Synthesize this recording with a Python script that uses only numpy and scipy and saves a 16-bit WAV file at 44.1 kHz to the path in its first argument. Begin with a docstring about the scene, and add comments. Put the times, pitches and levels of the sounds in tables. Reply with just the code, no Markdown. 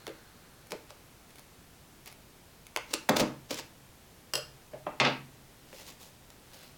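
"""A knife pokes at and cuts through the tape of a cardboard box on a wooden table in a small quiet room:
tape snaps are noise bursts, the thumping box is a bank of decaying modes, and dragging is stick-slip grains.
The knife is laid down and bounces on ringing modes; knocks and a rattle sound farther off; a hand slides over
the cardboard. Heavy blows boom in table modes; noise echoes make the room, over filtered hiss and a low hum."""
import sys
import numpy as np
from scipy import signal
from scipy.fft import rfft, irfft
from scipy.io import wavfile

SR = 44100
rng = np.random.default_rng(int(sys.argv[2]) if len(sys.argv) > 2 else 0)


def how_loud(loudness_db):
    """Turn decibels into a plain amplitude multiplier (0 dB gives 1, 20 dB gives 10)."""
    steps = np.asarray(loudness_db, float) / 20
    return 10 ** steps


def wrap_up_sound(samples):
    """Save the sound to the file named by the first command line argument, as 16-bit audio."""
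    columns = np.atleast_2d(samples).T
    # keep every value between -1 and 1, then stretch to whole-number steps
    tamed = np.clip(columns, -1, 1)
    steps = np.round(tamed * 32767).astype(np.int16)
    wavfile.write(sys.argv[1], SR, steps)


N = 298776

# Snaps and taps on the box:
# (time [s], crack peak [dB], crack centre [Hz], thump level [dB], thump centre [Hz])
TAPE_SNAPS = [(0.0677, -25, 2270, -41.5, 725), (0.0774, -33, 4670, -63, 422),
              (0.0929, -37, 1660, -35.5, 434), (0.7078, -32.5, 5950, -45, 475),
              (0.7198, -21, 3360, -40.5, 760), (0.7264, -46, 1680, -38, 434), (0.7444, -51, 1660, -37, 467),
              (0.9058, -36, 2130, -47.5, 547), (2.7626, -16, 2350, -35.5, 477),
              (2.7724, -20.5, 2800, -35, 880), (2.9045, -43, 2230, -51.5, 298),
              (2.9388, -11.5, 3900, -32.5, 364), (3.0899, -11, 1530, -21.5, 810),
              (3.0934, -17.5, 2200, -24.5, 465), (3.1624, -34, 3720, -42, 256),
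              (3.1682, -14, 2120, -44, 355), (3.1971, -13.5, 2430, -21, 590), (3.2104, -25, 2200, -27, 240),
              (3.5059, -47, 2110, -32.5, 500), (3.5182, -33, 5040, -48, 463), (3.5321, -50, 2100, -53, 439),
              (3.5439, -24.5, 5290, -44, 312), (3.599, -50, 2830, -43, 440), (5.7289, -36.5, 880, -44, 506)]
# Light ticks of blade tip or finger, too weak to thump: (time [s], peak level [dB])
LIGHT_TICKS = [(0.6699, -49), (1.2925, -59), (1.3054, -50), (1.3574, -46.5), (1.3838, -49), (1.394, -45),
               (2.0595, -41.5), (2.076, -39), (2.1155, -49), (2.126, -44), (2.6677, -41), (5.878, -43),
               (6.3031, -41.5), (6.534, -45)]
# Blade strokes on cardboard, level before the swell:
# (loudest time [s], rise [s], fall [s], rasp level [dB], rasp centre [Hz])
BLADE_STROKES = [(0.079, 0.0045, 0.016, -39.5, 1570), (0.722, 0.027, 0.013, -40, 3580),
                 (0.906, 0.066, 0.022, -55, 2200), (1.308, .04, .03, -64, 2570),
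                 (1.388, 0.15, 0.045, -60, 2600), (2.074, .035, 0.068, -48.5, 3350),
                 (2.118, 0.026, 0.044, -71, 3100), (2.914, 0.072, 0.09, -48, 3440),
                 (2.937, 0.0074, 0.023, -25.5, 4570), (3.094, 0.0065, 0.012, -19, 2920),
                 (3.167, .008, 0.011, -18.5, 3140), (3.205, 0.06, 0.038, -27, 3520),
                 (3.508, 0.023, 0.14, -37, 3360), (3.592, 0.039, 0.026, -35, 3520)]
# Wood shuddering on after a blow, of the box at first, from 4.7 s of the far knocks; level before the swell:
# (loudest time [s], fall [s], level [dB], centre [Hz], focus [dB per octave squared])
WOOD_SHUDDERS = [(0.082, 0.033, -36.5, 440, 122), (0.729, 0.047, -34.5, 488, 92),
                 (3.099, 0.31, -26.5, 626, 2.5), (3.17, 0.1, -47, 437, 11), (3.23, 0.087, -27, 410, 8),
                 (3.508, 0.051, -36, 370, 31), (4.738, 0.069, -38, 605, 200), (4.869, 0.13, -37, 610, 7),
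                 (5.005, .15, -31, 700, 14), (5.062, 0.079, -30, 950, 8)]
# Knife landings: (time [s], steel level [dB], thump level [dB])
KNIFE_LANDINGS = [(4.336, -14, -35), (4.3537, -13.5, -32.5), (4.3774, -26, -34)]
# Hand strokes over the box, level before the swell:
# (loudest time [s], rise [s], fall [s], rasp level [dB], rasp centre [Hz])
HAND_STROKES = [(5.74, 0.017, 0.12, -60, 3700), (5.82, 0.31, 0.044, -52, 3600),
                (5.884, 0.079, .1, -47, 3720), (6.014, 0.046, 0.19, -50, 5000),
                (6.536, 0.0064, .08, -53.5, 3850), (6.635, 0.48, 0.31, -57.5, 2860)]
# Duller knocks farther off:
# (time [s], crack peak [dB], crack centre [Hz], thump level [dB], thump centre [Hz])
FAR_KNOCKS = [(4.7331, -43, 1490, -39.5, 605), (4.8659, -31.5, 1320, -32, 776), (5.0, -8, 4100, -35.5, 304),
              (5.0054, -34, 2300, -28, 605), (5.0162, -16.5, 1450, -41, 590),
              (5.0486, -11.5, 3050, -30, 218), (5.0675, -23.5, 2220, -61, 238)]
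# Far rattles after the knocks, level before the swell:
# (loudest time [s], rise [s], fall [s], rasp level [dB], rasp centre [Hz])
FAR_RATTLES = [(4.869, .003, 0.13, -51, 1120), (5.002, 0.0027, 0.18, -29, 2700),
               (5.07, 0.043, 0.041, -27.5, 2140)]
# Modes of box and table top, for blows: (frequency [Hz], level [dB], t60 [s])
WOOD_MODES = [(193, -30, 0.03), (241.5, 1.5, 0.18), (312, 2.5, 0.086), (361, 0.5, 0.054), (435, -7.5, 0.17),
              (467, -10.5, 0.19), (528.6, -6.5, 0.15), (605, -3, 0.077), (742, -7, 0.1), (866, 4, 0.032),
              (1050, -4.5, 0.068), (1221, -6, 0.089)]
# Brief modes of the blade held in the hand: (frequency [Hz], level [dB], t60 [s])
HELD_BLADE_MODES = [(2220, -6, 0.023), (6400, -6, 0.0098), (10640, -4.5, 0.015), (14600, -3, 0.0088)]
# Broad modes of blade and handle, t60 before a cap: (frequency [Hz], level [dB], t60 [s])
KNIFE_MODES = [(1360, -8.5, 0.0099), (1850, -24, 0.053), (2770, -17.5, .04), (3200, -19, 0.037),
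               (4000, -31, 0.036), (4290, -13.5, 0.017), (5050, -3, 0.0093), (5200, -25, 0.0094),
               (5600, -13, 0.006), (5820, -14, 0.0081), (6800, -37, 0.037), (7880, -15, 0.017),
               (9000, -40, 0.021), (10600, -12, 0.005), (14600, -7, 0.0022)]
# Heavier blows that set the table top booming: (time [s], level [dB])
TABLE_BOOMS = [(3.094, -59), (3.211, -43.5), (3.506, -59), (4.356, -52), (4.735, -54.5), (5.001, -35.5)]
# Low modes of the table top: (frequency [Hz], level [dB], t60 [s])
TABLE_MODES = [(112, -18, 0.2), (135.4, 4.5, 0.73)]
# The table shakes the microphone: (frequency [Hz], level [dB], t60 [s])
JOLT_MODES = [(30, -39, .2)]
# Decay of the room echo: (frequency [Hz], t60 [s])
ROOM_DECAY = [(150, 0.54), (500, 0.25), (2000, 0.34), (5000, 0.28), (12000, 0.37)]
# Microphone hiss, shape only: (frequency [Hz], relative density [dB per Hz])
HISS_SPECTRUM = [(12, -55), (20, -9.5), (133, -1.5), (220, -6), (283, -6.5), (325, -8.5), (364, -8),
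                 (407, -9.5), (751, -12), (965, -13.5), (1140, -15), (15700, -25)]
# Wavering low hum: (frequency [Hz], nominal width [Hz], rms level [dB])
HUM_BANDS = [(40, 12, -70), (58, 2.6, -73.5), (130, 4.2, -77.5)]
# Faint hiss bands, level before they fade: (frequency [Hz], nominal width [Hz], rms level [dB])
FADING_BANDS = [(1480, 420, -60.5), (4220, 250, -66.5)]

WOOD_REACH_DB = 35   # selectivity of a near or far blow, per octave squared


def tape_snaps():
    """Fracture: breaking tape releases sharp cracks and strikes the box into modal vibration."""
    return blows(TAPE_SNAPS, edge_db=-13, ms=1.11, reach_db=WOOD_REACH_DB)


def blows(rows, edge_db, ms, reach_db):
    """Impact: a broadband crack and the modal thump of the wood are superposed."""
    s, peak_db, centre_hz, thump_db, thump_hz = np.transpose(rows)
    strengths_db = thump_db[:, None] + favour(thump_hz, reach_db)
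    thump = strike(WOOD_MODES, s, strengths_db, spread_db=1.5)
    crack = cracks(s, peak_db, centre_hz, np.full(len(s), edge_db), ms)
    return crack + cut(thump, 95, "high")


def cracks(s, peak_db, centre_hz, edge_db, ms, splinter_db=-9):
    """Impulsive radiation: one sharp break and dying splinters, as a spectral hump plus a bright edge."""
    out, t = np.zeros(N + 2048), np.arange(2048) / SR
    decay = np.exp(-1000 * t / max(ms, .1))
    bursts = how_loud(splinter_db) * rng.standard_normal((len(s), len(t))) * decay
    bursts[:, 8] = 1   # the sharp break
    for k, burst in enumerate(bursts):
        hump = cut(burst, [centre_hz[k] / 5, centre_hz[k] * 1.89], "band")
        edge = cut(cut(burst, 3400, "high"), 7000, "low", order=1)
        crack = hump / np.abs(hump).max() + how_loud(edge_db[k]) * edge / np.abs(edge).max()
        at = round(s[k] * SR)
        out[at:at + len(t)] += how_loud(peak_db[k]) * crack
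    return out[:N]


def strike(modes, s, strengths_db, spread_db):
    """Modal superposition: every blow excites every mode; strengths_db is blows x modes."""
    at, out = np.round(np.asarray(s) * SR).astype(int), np.zeros(N)
    gains = how_loud(strengths_db + spread_db * rng.standard_normal((len(at), len(modes))))
    for k, (hz, level_db, t60) in enumerate(modes):
        clicks = np.zeros(N)
        clicks[at] = gains[:, k] * how_loud(level_db) * (-1) ** k   # neighbouring modes alternate in sign
        out += ring(clicks, hz, t60)
    return out


def ring(clicks, hz, t60):
    """Damped resonance: a unit click sets off a decaying sine of initial height 1."""
    r, w = how_loud(-60 / (t60 * SR)), 2 * np.pi * hz / SR
    return signal.lfilter([0, np.sin(w)], [1, -2 * r * np.cos(w), r * r], clicks + 1e-18)


def favour(centre_hz, reach_db):
    """Selective excitation: the spot that is touched favours wood modes near its centre."""
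    octaves = np.log2(np.array(WOOD_MODES)[:, 0] / np.asarray(centre_hz)[..., None])
    return -reach_db * octaves ** 2


def cut(x, hz, kind, order=2):
    """Linear filtering: a Butterworth response limits the band."""
    hz = np.clip(hz, 20, .45 * SR)
    return signal.sosfilt(signal.butter(order, hz, kind, fs=SR, output="sos"), x)


def ticks():
    """Light impact: dry cracks alike in colour; ticks and snaps ring the blade until it is laid down."""
    s, peak_db = np.transpose(LIGHT_TICKS)
    dry_cracks = cracks(s, peak_db, np.full(len(s), 2700), np.full(len(s), 2), ms=2.0)
    # The snaps ring the blade 15 dB less.
    touches = LIGHT_TICKS + [(s, db - 15) for s, db, *_ in TAPE_SNAPS]
    s, peak_db = np.transpose([row for row in touches if row[0] < KNIFE_LANDINGS[0][0]])
    return dry_cracks + strike(HELD_BLADE_MODES, s, peak_db[:, None], spread_db=1.5)


def blade_scrapes(grains, shaken):
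    """Dry friction: the blade slips over cardboard in dense grains."""
    return dragging(BLADE_STROKES, 1.91, -18.5, grains, shaken)


def slips(per_s, grain_db):
    """Stick-slip friction: bunched grains are released, and each wood mode is shaken by them."""
    sizes = how_loud(grain_db * np.minimum(rng.exponential(1, N), 3)) * rng.choice([-1, 1], N)
    clumps = how_loud(5 * rms_one(cut(rng.standard_normal(N), 150, "low")))
    grains = (rng.random(N) < per_s * clumps / SR) * sizes
    # Modes under friction decay in half the time they take after a blow.
    shaken = np.array([how_loud(db) * ring(grains, hz, t60 / 2) for hz, db, t60 in WOOD_MODES])
    return grains, shaken


def dragging(strokes, width, sheen_db, grains, shaken):
    """Friction radiation: grains are heard as rasp, sizzle and sheen, and through the shaken wood."""
    out = np.zeros(N)
    rumble = how_loud(favour(700, 17)) @ shaken
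    for s, rise_s, fall_s, rasp_db, rasp_hz in strokes:
        span, gain = swell(s, rise_s, fall_s)
        rasp = cut(grains[span], [rasp_hz / width, rasp_hz * width], "band", order=3)
        sizzle = cut(grains[span], 6300, "high", order=3)
        sheen = cut(grains[span], 8000, "high", order=3)
        layers = [(rasp, 0), (sizzle, -13), (sheen, sheen_db), (rumble[span], -6)]   # dB re rasp
        out[span] += gain * sum(rms_one(x) * how_loud(rasp_db + db) for x, db in layers)
    return out


def swell(s, rise_s, fall_s):
    """Amplitude envelope: the span of a stroke and its gain, growing to the loudest moment and back."""
    rise_s, fall_s = max(rise_s, .003), max(fall_s, .003)
    span = slice(round((s - rise_s) * SR), min(round((s + fall_s) * SR), N))
    along = np.interp(np.arange(N)[span] / SR, [s - rise_s, s, s + fall_s], [0, 1, 0])
    # A 33 dB slope, with its foot tapered to silence.
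    return span, how_loud(33 * (along - 1)) * np.minimum(along / .15, 1)


def rms_one(x):
    """Power normalisation: scale to rms 1."""
    return x / np.sqrt(np.mean(x ** 2) + 1e-20)


def shudders(shaken):
    """Sustained modal excitation: the wood rings on roughly after blows on the box and after far knocks."""
    out = np.zeros(N)
    for s, fall_s, db, hz, reach_db in WOOD_SHUDDERS:
        span, gain = swell(s, 0.013, fall_s)
        out[span] += gain * how_loud(db) * rms_one(how_loud(favour(hz, reach_db)) @ shaken[:, span])
    return out


def knife_laid_down():
    """Repeated impact: each landing chatters, so the steel rings roughly while the table thumps."""
    s, steel_db, _ = np.transpose(KNIFE_LANDINGS)
    t = np.arange(SR // 5) / SR
    chatter = rng.standard_normal(len(t)) * (np.exp(-t / .003) + how_loud(-17) * np.exp(-t / .04))
    modes = [(hz, db, min(t60, .025)) for hz, db, t60 in KNIFE_MODES]
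    steel = strike(modes, s, steel_db[:, None], spread_db=2)
    steel = signal.fftconvolve(steel, chatter / np.sqrt(np.sum(chatter ** 2)))[:N]
    landings = [(s, db - 6, 5200, thump_db, 520) for s, db, thump_db in KNIFE_LANDINGS]
    return steel + blows(landings, edge_db=-16, ms=2.3, reach_db=32)


def hand_slides():
    """Soft friction: a hand over cardboard releases denser grains than the blade."""
    return dragging(HAND_STROKES, 1.85, -7, *slips(per_s=13000, grain_db=4.0))


def far_knocks_and_rattle():
    """Impact and friction farther off: knocks and a rattle reach the ear with their treble reduced."""
    knocks = blows(FAR_KNOCKS, edge_db=-8, ms=9.1, reach_db=WOOD_REACH_DB)
    rattle = dragging(FAR_RATTLES, 2.2, -32, *slips(per_s=6000, grain_db=5.0))
    return cut(knocks + rattle, 4200, "low", order=3)


def table_top():
    """Plate resonance: heavy blows boom softly in low modes, and one jolt shakes the microphone."""
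    s, level_db = np.transpose(TABLE_BOOMS)
    booms = cut(strike(TABLE_MODES, s, level_db[:, None], spread_db=1), [95, 160], "band")
    jolt = cut(strike(JOLT_MODES, [3.2], 0, spread_db=1), 40, "low")
    return booms + jolt


def room(x):
    """Diffuse reverberation: octave bands of noise each die at their own rate after a short gap."""
    t, tail = np.arange(SR // 2) / SR, 0
    for low_hz in 44 * 2. ** np.arange(9):
        band = cut(rng.standard_normal(len(t)), [low_hz, 2 * low_hz], "band")
        tail = tail + band * how_loud(-60 * t / at_hz(ROOM_DECAY, low_hz * np.sqrt(2)))
    tail = tail * np.clip((t - .003) / 0.0049, 0, 1)   # 3 ms gap, then a 4.9 ms onset
    tail = cut(tail / np.sqrt(np.sum(tail ** 2)), 3530, "low", order=1)
    return signal.fftconvolve(x, tail)[:N]


def at_hz(points, hz):
    """Logarithmic frequency scale: interpolate a table along it."""
    points = np.array(points)
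    return np.interp(np.log(hz), np.log(points[:, 0]), points[:, 1])


def background():
    """Stationary noise: microphone hiss and narrow bands of wavering hum, with two bands that fade."""
    hiss = how_loud(-56.5) * colour(rng.standard_normal(N), HISS_SPECTRUM)
    hum = noise_bands(HUM_BANDS, 0.71)
    fading = noise_bands(FADING_BANDS, 1.9) * how_loud(-15 * np.arange(N) / SR)   # 15 dB per second
    return hiss + hum + fading


def noise_bands(bands, decay):
    """Resonance driven by noise: a t60 of decay / width makes each band narrow or broad."""
    return sum(how_loud(db) * rms_one(ring(rng.standard_normal(N), hz, decay / width)) for hz, width, db in bands)


def colour(x, spectrum):
    """Spectral shaping: weight a steady sound by frequency, at rms 1."""
    hz = np.maximum(np.fft.rfftfreq(N, 1 / SR), 1)
    return rms_one(irfft(rfft(x) * how_loud(at_hz(spectrum, hz)), N))


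def scene():
    """Superposition: near sounds, far sounds, their echo, the table top and the background add."""
    grains, shaken = slips(per_s=5000, grain_db=3.5)
    near = tape_snaps() + ticks() + blade_scrapes(grains, shaken) + shudders(shaken)
    near = near + knife_laid_down() + hand_slides()
    far = far_knocks_and_rattle()
    echo = room(how_loud(-3.5) * cut(near, 590, "high", order=1) + how_loud(-0.5) * far)
    sounds = cut(near + far + echo, 123, "high", order=4)   # small things radiate no deep bass
    return (sounds + table_top() + background())[None]


def top_cut(x):
    """Nothing passes above the cut-off."""
    return signal.sosfilt(signal.butter(12, 16970, fs=SR, output="sos"), x)


def record(dry):
    """Recording: the finished mix is taken as a single channel."""
    return top_cut(dry)


dry = scene()
out = record(dry)
wrap_up_sound(out)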